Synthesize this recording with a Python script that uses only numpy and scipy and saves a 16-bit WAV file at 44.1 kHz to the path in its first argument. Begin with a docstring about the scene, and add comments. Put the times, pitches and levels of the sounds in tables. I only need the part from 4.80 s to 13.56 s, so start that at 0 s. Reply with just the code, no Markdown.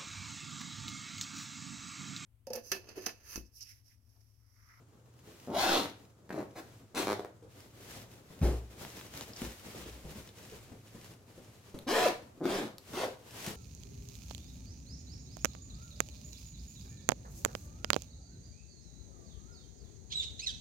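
"""A zipper on a stuffed pillow cover is pulled shut in short strokes, in a small room.
Each tooth clicks in the slider and plucks the taut cloth; a fast, even pull also sings at the tooth rate.
Hands hiss and rub over the cover as shaped noise, folds rustle as narrow noise bands, pats are decaying sines.
At 3.6 s the pillow drops on the table, whose modes boom; a faint hum and moving air lie behind."""
import sys
import numpy as np
from scipy import signal
from scipy.fft import rfft, irfft, next_fast_len
from scipy.io import wavfile
from scipy.ndimage import map_coordinates

SR = 44100
rng = np.random.default_rng(int(sys.argv[2]) if len(sys.argv) > 2 else 0)


def generate_wav(sig):
    """Save sig (samples, or channels by samples) to the path in sys.argv[1] as 16-bit PCM at SR."""
    pcm = np.round(np.clip(np.atleast_2d(sig).T, -1, 1) * 32767).astype(np.int16)
    wavfile.write(sys.argv[1], SR, pcm)


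N = 386316

# colour of the clicking teeth and tab: (frequency [Hz], level [dB])
TEETH_COLOUR = [(200, -6.5), (900, 3.5), (1800, -5), (2600, -3), (3900, 1), (5000, -3.5), (6500, -3.5),
                (8200, -8), (12500, -5), (16000, -12.5)]
# colour of air and cloth brushed by a blow: (frequency [Hz], level [dB])
PUFF_COLOUR = [(40, -3), (170, -2.5), (420, 0), (700, -8.5), (1500, -21), (4000, -27), (9000, -28.5),
               (16000, -37)]
GRAB_S = 0.0081  # the slider starts and stops within this time


def amp(db):
    """Decibels to gain."""
    return 10 ** (np.asarray(db) / 20)


def unit(x):
    """x at rms 1."""
    return x / np.sqrt(np.mean(x ** 2) + 1e-20)


def along(points, hz):
    """(Hz, value) points interpolated on a log frequency axis."""
    f, v = np.transpose(points)
    return np.interp(np.log(hz + 1), np.log(f + 1), v)


def curves(rows):
    """One value per sample for each column after the time."""
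    s, *cols = np.transpose(rows)
    return [np.interp(np.arange(N) / SR, s, c) for c in cols]


def wobble(rate_hz):
    """A smooth random curve with rate_hz knots a second."""
    knots = rng.standard_normal(int(N * rate_hz / SR) + 4)
    return map_coordinates(knots, [np.arange(N) * rate_hz / SR])


def add(track, s, sound):
    """Mix a sound into a track from time s."""
    part = track[round(s * SR):][:len(sound)]
    part += sound[:len(part)]


def coloured(x, spectrum, size=4096):
    """x through a minimum-phase filter of energy 1 with the given spectrum."""
    cepstrum = irfft(np.log(amp(along(spectrum, np.fft.rfftfreq(size, 1 / SR)))))
    cepstrum[1:size // 2] *= 2  # fold onto the causal half
    cepstrum[size // 2 + 1:] = 0
    kernel = irfft(np.exp(rfft(cepstrum)))
    return signal.oaconvolve(x, kernel / np.linalg.norm(kernel))[:len(x)]


def noise(spectrum):
    """Coloured noise of rms 1."""
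    return coloured(rng.standard_normal(N), spectrum)


def split(x, edge_hz):
    """The parts of x below and above an edge."""
    low = signal.sosfiltfilt(signal.butter(2, edge_hz, fs=SR, output="sos"), x)
    return low, x - low


def pulses(at, sizes):
    """Impulses at fractional sample positions (windowed sinc)."""
    taps = np.floor(at)[:, None].astype(int) + np.arange(16) - 7
    offset = taps - at[:, None]
    shape = np.sinc(offset) * np.sinc(offset / 8)
    return np.bincount(np.clip(taps, 0, N - 1).ravel(), (sizes[:, None] * shape).ravel(), N)


def diffuse(pair):
    """Two unrelated signals as they reach the microphones from all sides: alike in the bass only."""
    # left-right likeness: (frequency [Hz], correlation [0-1])
    likeness = [(100, 0.92), (250, 0.92), (500, 0.75), (1000, 0.16), (3000, 0)]
    length = pair.shape[1]
    m = next_fast_len(length)
    turn = np.arccos(np.clip(along(likeness, np.fft.rfftfreq(m, 1 / SR)), -1, 1)) / 2
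    mid, side = irfft(rfft(pair, m) * [np.cos(turn), np.sin(turn)], m)[:, :length]
    return np.array([mid + side, mid - side])


def diffuse_noise(spectrum):
    """Coloured noise from all sides."""
    return diffuse(np.array([noise(spectrum), noise(spectrum)]))


def room(x, wet_db, early_db=6, early_t60_s=0.0082):
    """Direct sound, dense early reflections and a short tail, drawn anew for each short part."""
    # decay of the tail: (frequency [Hz], t60 [s])
    walls = [(100, 0.35), (400, 0.33), (1500, 0.35), (4000, 0.34), (14000, 0.27)]
    out, hop = np.zeros((2, N)), SR // 12
    hz, t, z = signal.stft(rng.standard_normal((2, 3 * SR)), SR, nperseg=256)
    t = t[t < .25]
    decay = amp(-60 * t / along(walls, hz)[:, None]) + amp(early_db - 60 * t / early_t60_s)
    fade = np.sin(np.pi * np.arange(2 * hop) / (2 * hop))
    for start in range(0, N - hop // 2, hop):
        part = x[start:start + 2 * hop]
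        pick = rng.integers(z.shape[2] - len(t))
        if np.abs(part).max() < 1e-5:
            continue
        tail = diffuse(signal.istft(z[..., pick:pick + len(t)] * decay, SR, nperseg=256)[1])
        tail *= 1 - np.exp(-np.arange(tail.shape[1]) / SR / 0.00095)
        tail /= np.linalg.norm(tail, axis=1, keepdims=True)
        for ear, answer in zip(out, tail):
            add(ear, start / SR, signal.fftconvolve(part * fade[:len(part)], answer))
    return x + amp(wet_db) * out


def placed(pair):
    """The sound reaches the nearer microphone first."""
    # hands along the seam: (time [s], lead of the left microphone [s])
    hands = [(.8, -.00005), (2.2, -.00003), (3, .00007), (7.1, .00002)]
    lead_s, = curves(hands)
    now, shift = np.arange(N), lead_s * SR / 2
    left = map_coordinates(pair[0], [now + shift])
    right = map_coordinates(pair[1], [now - shift])
    return np.array([left, right])


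def slips(rows, width_octaves, grain_db):
    """Short swells of stick and slip: grainy noise in a band at each fold's pitch."""
    out, grit = np.zeros(N), rng.standard_normal(N) * amp(grain_db * wobble(600))
    for s, length_s, db, hz in rows:
        edges_hz = hz * 2 ** (np.array([-.5, .5]) * width_octaves)
        band = signal.butter(2, edges_hz, "bandpass", fs=SR, output="sos")
        begin = s - length_s / 2
        part = signal.sosfilt(band, grit[round(begin * SR):][:round(length_s * SR)])
        add(out, begin, amp(db) * unit(part * np.hanning(len(part))))
    return out


def room_tone(hum_hz=121.3, hum_db=-65, air_db=-63):
    """Faint moving air and the wavering hum of an appliance."""
    # colour of the air: (frequency [Hz], level [dB])
    air_colour = [(25, -18), (60, -3.5), (110, 18), (165, -11), (280, -13), (600, -37), (1200, -10.5),
                  (2800, -41), (4500, -29), (7000, -19.5), (9000, -28), (16000, -42)]
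    hum = np.sin(2 * np.pi * hum_hz * np.arange(N) / SR + .4 * wobble(5))
    return amp(air_db) * diffuse_noise(air_colour) + amp(hum_db) * hum


def sweeping():
    """Each sweep of a hand swells and fades: the gains of its hiss and of its rubbing."""
    # hand sweeps: (fastest moment [s], rise [s], fall [s], hiss level [dB])
    sweeps = [(0.56, 0.16, 0.32, -60.5), (1.22, 0.066, 0.073, -67), (1.95, 0.22, 0.12, -64),
              (2.78, 0.068, 0.1, -58.5), (3.162, 0.16, 0.088, -50.5), (3.34, 0.063, 0.075, -59),
              (3.54, 0.08, 0.17, -60), (3.78, 0.15, 0.033, -60), (4.019, 0.056, 0.061, -53.5),
              (4.19, 0.23, 0.11, -51), (4.389, 0.07, 0.1, -47.5), (4.635, 0.085, 0.094, -46.5),
              (4.98, 0.22, 0.21, -50.5), (5.37, 0.12, 0.097, -51.5), (5.69, 0.18, 0.17, -54),
              (6.271, 0.25, 0.097, -57), (6.6, 0.14, 0.31, -61.5), (6.92, 0.26, 1, -65),
              (8.15, 0.095, 0.16, -51), (8.68, 0.14, 0.062, -44)]
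    shape = 1.53  # 1 is a pointed swell, 2 a rounded one
    rub_mean_db, rub_follows = -61, 0.54  # rub of an average sweep; its share of the hiss's change in dB
    rub_outlasts = 1.28  # the stuffing gives for this many times as long as the hand slides
    rest_hiss_db, rest_rub_db = -74, -69  # resting hands are never quite still
    t = np.arange(0, N, 64) / SR
    hiss_power, rub_power = amp(rest_hiss_db) ** 2, amp(rest_rub_db) ** 2
    average_db = np.mean(np.transpose(sweeps)[-1])
    for s, rise_s, fall_s, hiss_db in sweeps:
        rub_db = rub_mean_db + rub_follows * (hiss_db - average_db)
        away = np.maximum((s - t) / rise_s, (t - s) / fall_s)
        hiss_power = hiss_power + (amp(hiss_db) * np.exp(-away ** shape)) ** 2
        rub_power = rub_power + (amp(rub_db) * np.exp(-(away / rub_outlasts) ** shape)) ** 2
    return curves(np.transpose([t, np.sqrt(hiss_power), np.sqrt(rub_power)]))


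def creases(per_s=22, scatter_db=4):
    """Small folds of the cover snap over at random, as decaying noise bursts; rms 1."""
    # colour of a snapping fold: (frequency [Hz], level [dB])
    crease_colour = [(300, -17), (1500, -5.5), (3200, -9.5), (5500, -6), (9000, -9.5), (16000, -14.5)]
    count = int(per_s * N / SR)
    sizes = amp(scatter_db * np.clip(rng.standard_normal(count), -2, 2))
    snaps = np.bincount(rng.integers(N, size=count), sizes, N)
    t = np.arange(SR // 20) / SR
    flutter = rng.standard_normal(len(t)) * amp(-60 * t / 0.034)
    return unit(coloured(signal.oaconvolve(snaps, flutter)[:N], crease_colour))


def cloth(fibre_db=2.0, flutter_db=1.4, direct_db=-9, crease_db=-10):
    """Skin slides over the weave: a hiss of catching fibres above a dull, uneven rubbing."""
    # colour of the fibres: (frequency [Hz], level [dB])
    hiss_colour = [(200, -2.5), (700, 1.5), (1400, 0), (2000, 1), (3100, 0), (5000, -2), (7000, -2.5),
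                   (9000, -6.5), (13000, -6), (16000, -10)]
    # colour of the rubbing: (frequency [Hz], level [dB])
    rub_colour = [(30, -21.5), (60, 3), (140, 4), (230, 2.5), (480, -0.5), (800, -8.5), (1500, -15),
                  (6000, -74)]
    sliding, pressing = sweeping()
    fibres = coloured(unit(rng.standard_normal(N) * amp(fibre_db * wobble(900))), hiss_colour)
    hiss = amp(direct_db) * fibres + diffuse_noise(hiss_colour) + amp(crease_db) * creases()
    rub = diffuse_noise(rub_colour)
    grip_db = flutter_db * wobble(35)
    lumps_db = 2.2 * wobble(25)
    return sliding * amp(grip_db) * hiss + pressing * amp(4.5 + grip_db + lumps_db) * rub


def rustles():
    """Cloth and zipper tape skid under the fingers by stick and slip."""
    # skids: (middle [s], length [s], level [dB], pitch [Hz])
    skids = [(0.97, 0.16, -43, 3400), (4.536, 0.01, -52.5, 4800), (4.567, 0.027, -54.5, 5300),
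             (5.05, 0.17, -65, 3080), (5.491, 0.012, -61, 3230), (7.108, 0.1, -47.5, 4540)]
    return slips(skids, width_octaves=0.58, grain_db=6.0)


def table_ring(attack_s):
    """The table's modes swell under a padded blow and die away."""
    # table modes: (frequency [Hz], level [dB], t60 before any damping [s])
    modes = [(60.7, 3, 0.48), (113, -20, 0.95), (200, -32, 0.67), (385, -14.5, 0.47)]
    t = np.arange(SR) / SR
    ring = sum(amp(db - 60 * t / t60_s) * np.sin(2 * np.pi * hz * t) for hz, db, t60_s in modes)
    return ring * (1 - np.exp(-t / attack_s))


def pats(pat_t60_s=0.035, brush_t60_s=0.13):
    """A pat is a dead knock in the stuffing with a brush of cloth, and stirs the table."""
    # hands pat and press: (time [s], level [dB], pitch [Hz], table boom re level [dB])
    blows = [(0.474, -42.5, 334, -30), (2.624, -44.5, 477, -27), (3.501, -45.5, 171, -21),
             (4.617, -30, 230, -21), (4.948, -35.5, 480, -22), (5.059, -38.5, 418, -16),
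             (5.247, -36.5, 194, -17), (5.356, -40, 219, -14.5), (5.721, -43.5, 440, -9.5),
             (5.916, -37.5, 206, -36), (6.146, -38.5, 203, -32), (6.576, -41, 260, -42),
             (6.942, -33, 291, -56), (7.575, -45.5, 243, -31), (8.674, -27, 200.4, -36)]
    out, brush, t = np.zeros(N), np.zeros(N), np.arange(SR) / SR
    rise = 1 - np.exp(-t / 0.0012)
    for s, db, hz, boom_db in blows:
        add(out, s, amp(db - 60 * t / pat_t60_s) * rise * np.sin(2 * np.pi * hz * t))
        # the resting hand damps the table by 37 dB/s
        add(out, s, amp(db + boom_db + 5.0 - 37 * t) * table_ring(attack_s=0.011))
        add(brush, s, amp(db - 11.5 - 60 * t / brush_t60_s) * rise * rng.standard_normal(len(t)))
    return out + coloured(brush, PUFF_COLOUR)


def landing(puff_t60_s=0.35, puff_rise_s=0.03):
    """The pillow's soft pushes set the table booming while air puffs out of the cover."""
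    # pillow lands and settles: (time [s], push level [dB], push length [s])
    pushes = [(3.619, -19.5, 0.0019), (3.631, -19.5, 0.0015)]
    out, puff, t = np.zeros(N), np.zeros(N), np.arange(SR) / SR
    for s, db, length_s in pushes:
        u = t / length_s - 4  # push centred on s
        add(out, s - 4 * length_s, amp(db) * (u * u - 1) * np.exp(-u * u / 2))
    touch_s = pushes[0][0] - .003
    add(out, touch_s, amp(-18.0) * table_ring(attack_s=0.036))
    slap = amp(-30.0 - 60 * t / 0.0082)
    sigh = amp(-24.5 - 60 * t / puff_t60_s) * (1 - np.exp(-t / puff_rise_s))
    add(puff, touch_s, (slap + sigh) * rng.standard_normal(len(t)))
    return out + room(coloured(puff, PUFF_COLOUR), wet_db=-2.0)


def tab(tick_t60_s=0.003):
    """Pull tab and fingernails tick: very short cracks of noise."""
    # ticks: (time [s], level [dB])
    ticks = [(1.099, -39), (2.8047, -41), (4.05, -33), (4.212, -36), (4.339, -37), (4.3753, -30),
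             (4.4102, -30), (4.6187, -28.5), (6.245, -42), (6.9891, -36), (7.285, -26), (7.983, -34.5),
             (8.522, -56), (8.646, -45)]
    out, t = np.zeros(N), np.arange(SR // 20) / SR
    for s, db in ticks:
        crack = rng.standard_normal(len(t)) * amp(-60 * t / tick_t60_s)
        add(out, s, amp(db + 13.0) * crack / np.linalg.norm(crack))
    return coloured(out, TEETH_COLOUR)


def judders():
    """The cover judders by stick and slip where the pull tugs at it."""
    # tugs: (middle [s], length [s], level [dB], pitch [Hz])
    tugs = [(0.714, 0.052, -41, 250), (0.77, 0.085, -41, 630), (0.91, 0.26, -46.5, 320),
            (1.578, 0.017, -37, 387), (7.17, 0.097, -35.5, 540), (7.625, 0.037, -39.5, 320),
            (7.659, 0.029, -35, 322), (8.238, 0.033, -34.5, 544)]
    return slips(tugs, width_octaves=0.52, grain_db=3.0)


def shaded(x, sizzle_db):
    """Fingers over the slider change the level of its highest sizzle."""
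    dull, sizzle = split(x, edge_hz=5550)
    return dull + amp(sizzle_db) * sizzle


def slackened(x, slack_db):
    """A slack seam flaps more widely and sounds deeper than a stretched one."""
    flap, rest = split(x, edge_hz=314)
    return amp(slack_db) * flap + rest


def current_pull():
    """The columns of the pull in progress, one value per sample."""
    # the hand pulls the slider: (start [s], speeding up [s], running [s], slowing [s],
    # slowest nominal tooth rate [Hz], fastest nominal tooth rate [Hz], plucked cloth [dB], tooth click [dB],
    # slider body [dB], time until the teeth bite fully [s], sizzle [dB], slack of the seam [dB],
    # slider rattle [dB], roughness [0-1])
    pulls = [(0.674, 0.099, 0.16, 0.12, 112.1, 791.4, -31.5, -28, 4, 0.12, -7, 5, -30, 0.67),
             (1.493, 0.074, 0.03, 0.052, 112.1, 225.7, -42.5, -55, 0, 0.0059, -3, 3.5, -16, 0.89),
             (1.756, 0.0091, 0.028, 0.016, 225.4, 342.6, -43, -54.5, -3.5, 0.0053, 2, -5, -14, 0.77),
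             (2.15, 0.021, 0.021, 0.072, 161.1, 330, -34.5, -37, 7, 0.0046, -0.5, 0.5, -24, 0.59),
             (2.271, 0.012, 0.049, 0.0064, 101.6, 104, -29, -34.5, 4, 0.001, -10.5, -6, -16, .12),
             (7.072, 0.1, 0.075, 0.065, 269.8, 718.9, -30.5, -38, 6.5, 0.013, -5.5, 7.5, -11.5, 0.19),
             (7.606, 0.105, 0.06, 0.11, 140.1, 386, -36.5, -41, 5, 0.053, -6.5, 4, -13.5, 0.69),
             (8.134, 0.077, 0.018, 0.047, 214.6, 519.7, -35, -42, 3.5, 0.0036, -5.5, -0.5, -21, 0.65)]
    columns = np.transpose(pulls)
    begun = np.searchsorted(columns[0] - GRAB_S, np.arange(N) / SR)
    return columns[:, np.maximum(begun - 1, 0)]


def slider(age_s, rise_s, run_s, fall_s, slowest_hz, fastest_hz):
    """A pull speeds up, runs and slows down: teeth per second, and how hard they pluck and click."""
    pluck_db_per_octave, click_db_per_octave = 3.5, 2  # a slower slider is quieter
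    pluck_ease_db, click_ease_db = 8, 7.5  # the pull eases off as the stroke ends
    slowing = np.clip((age_s - rise_s - run_s) / fall_s, 0, 1)
    octaves = np.log2(fastest_hz / slowest_hz) * (np.clip(age_s / rise_s, 0, 1) - slowing - 1)
    left_s = rise_s + run_s + fall_s - age_s
    moving = np.clip(1 + np.minimum(age_s, left_s) / GRAB_S, 0, 1)
    force = moving * amp(pluck_db_per_octave * octaves - pluck_ease_db * slowing ** 2)
    bite = moving * amp(click_db_per_octave * octaves - click_ease_db * slowing ** 2)
    return fastest_hz * 2 ** octaves, force, bite


def teeth(speed_hz, start_s, rough, jitter=0.168, pluck_scatter_db=6.5, click_scatter_db=5.5, uneven_db=1.5):
    """Teeth pass the slider one by one, from the two rows in turn: their count so far, plucks and clicks."""
    # the hand's speed trembles, and the rougher the pull, the less alike the teeth let go
    passed = np.cumsum(speed_hz * amp(.35 * wobble(70))) / SR
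    passed = passed - passed[(start_s * SR).astype(int)]  # each pull begins with a tooth
    at = np.flatnonzero(np.diff(np.floor(passed)) > 0)
    chance = np.clip(rng.standard_normal((len(at), 3)), -1.6, 1.6) * rough[at, None]
    period = SR / speed_hz[at]  # samples
    at = np.clip(at + jitter * period * chance[:, 0], 0, N - 1)
    # at speed one row bites harder: a growl an octave down
    row = (-1.) ** np.arange(len(at)) * np.clip(SR / period / 500, 0, 1)
    pluck_sizes = np.sqrt(period) * amp(uneven_db * row + pluck_scatter_db * chance[:, 1])
    click_sizes = np.sqrt(period) * amp(click_scatter_db * chance[:, 2])
    return passed, pulses(at + 0.000988 * SR, pluck_sizes), pulses(at, click_sizes)


def zipper(pluck_db=-3.0, click_db=-6, whine_db=-6, knock_db=-19.5, scrape_db=-8.5, stretch_db=-10,
           loose_db=-24):
    """Each tooth clicks, knocks the slider and plucks the cloth; the slider scrapes more the faster it runs."""
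    # slider jerks over a stiff tooth: (time [s], level [dB], click re level [dB], rattle re level [dB])
    snags = [(1.057, -34.5, -7, 10), (1.505, -31, -20, 4.5), (1.595, -33, -32, -9),
             (1.606, -32.5, -30, -10), (2.23, -29.5, -15, 7), (2.395, -27.5, -16, -14),
             (2.448, -31, -28, -4), (7.655, -27, -8, 2)]
    catch_s, catch_db = 0.01, -8  # second catch after each snag
    # colour of the taut cloth: (frequency [Hz], level [dB])
    taut_colour = [(40, -6.5), (110, -6), (200, 1.5), (330, 3.5), (520, 2), (760, -3), (1000, -11),
                   (1400, -14), (2200, -21), (16000, -73.5)]
    # colour of the seam stretched by a fast pull: (frequency [Hz], level [dB])
    stretched_colour = [(300, -21.5), (600, 4.5), (780, 0.5), (1150, -8), (1500, -21), (4000, -60)]
    # colour of the slider body: (frequency [Hz], level [dB])
    slider_colour = [(200, -14), (700, 2.5), (1300, -4), (2000, -5), (3000, -6.5), (6000, -10.5),
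                     (16000, -18.5)]
    # colour of the slider rattle: (frequency [Hz], level [dB])
    rattle_colour = [(600, -12.5), (1600, -0.5), (2300, -3), (3500, -13), (16000, -59)]

    (start_s, rise_s, run_s, fall_s, slowest_hz, fastest_hz, pull_db, bite_db,
     body_db, bite_s, sizzle_db, slack_db, rattle_db, rough) = current_pull()
    age_s = np.arange(N) / SR - start_s
    speed_hz, force, bite = slider(age_s, rise_s, run_s, fall_s, slowest_hz, fastest_hz)
    biting = np.clip((age_s + GRAB_S) / bite_s, 0, 1) ** 3
    force = force * amp(pull_db)
    bite = bite * biting * amp(bite_db)

    passed, plucks, clicks = teeth(speed_hz, start_s, rough)
    rattles = amp(pluck_db + rattle_db) * force * biting * clicks
    plucks = amp(pluck_db) * force * plucks
    clicks = amp(click_db) * bite * clicks
    for s, db, bright_db, ring_db in snags:
        for at_s, size_db in (s, db), (s + catch_s, db + catch_db):
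            i = round(at_s * SR)
            plucks[i] += amp(size_db + 18.5)
            clicks[i] += amp(size_db + bright_db + 19)
            rattles[i] += amp(size_db + ring_db + 4.5)
    plucks = split(plucks, edge_hz=46)[1]  # keep the plucks free of rumble below 46 Hz

    # at speed even plucks run together and the taut seam sings at the tooth rate
    running = np.clip(speed_hz / 350, 0, 1) ** 2
    tone = np.sin(2 * np.pi * passed + .5 * wobble(200))
    whine = force * running * (1 - rough) * amp(whine_db + 7.5 * wobble(90)) * tone
    # a fast pull stretches the seam, which rings higher
    stretch = amp(stretch_db) * coloured(plucks * np.clip(speed_hz / 600, 0, 1), stretched_colour)
    # the cloth is muffled and the slider's body sounds only faintly until the teeth bite
    dull, snap = split(coloured(plucks, taut_colour), edge_hz=1600)
    plucked = slackened(dull + biting * snap, slack_db)
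    body = amp(body_db + loose_db * (1 - biting))
    knock = amp(knock_db) * coloured(body * plucks, slider_colour)
    scrape = body * force * running * amp(scrape_db + 1.6 * wobble(500)) * noise(slider_colour)

    seam = whine + judders() - plucked - knock - stretch
    metal = shaded(coloured(clicks, TEETH_COLOUR) + scrape, sizzle_db) + coloured(rattles, rattle_colour)
    return room(seam, wet_db=-1.5) + room(metal, wet_db=2.5, early_db=14)


def scene():
    """Everything but the room tone happens on the table, close to the microphones."""
    pulled = amp(-2) * (zipper() + room(tab(), wet_db=-7))
    handled = cloth() + room(rustles(), wet_db=-3, early_db=12)
    near = pulled + handled + room(pats(), wet_db=2.5) + landing()
    balance_db = [[.6], [-.6]]  # left, right
    return placed(near) * amp(balance_db) + room_tone()


def record(dry, top_hz=15900):
    """Band limit: nothing passes above top_hz."""
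    m = next_fast_len(N + SR // 2)
    return irfft(rfft(dry, m) * (np.fft.rfftfreq(m, 1 / SR) < top_hz), m)[:, :N]


dry = scene()
out = record(dry)
generate_wav(out)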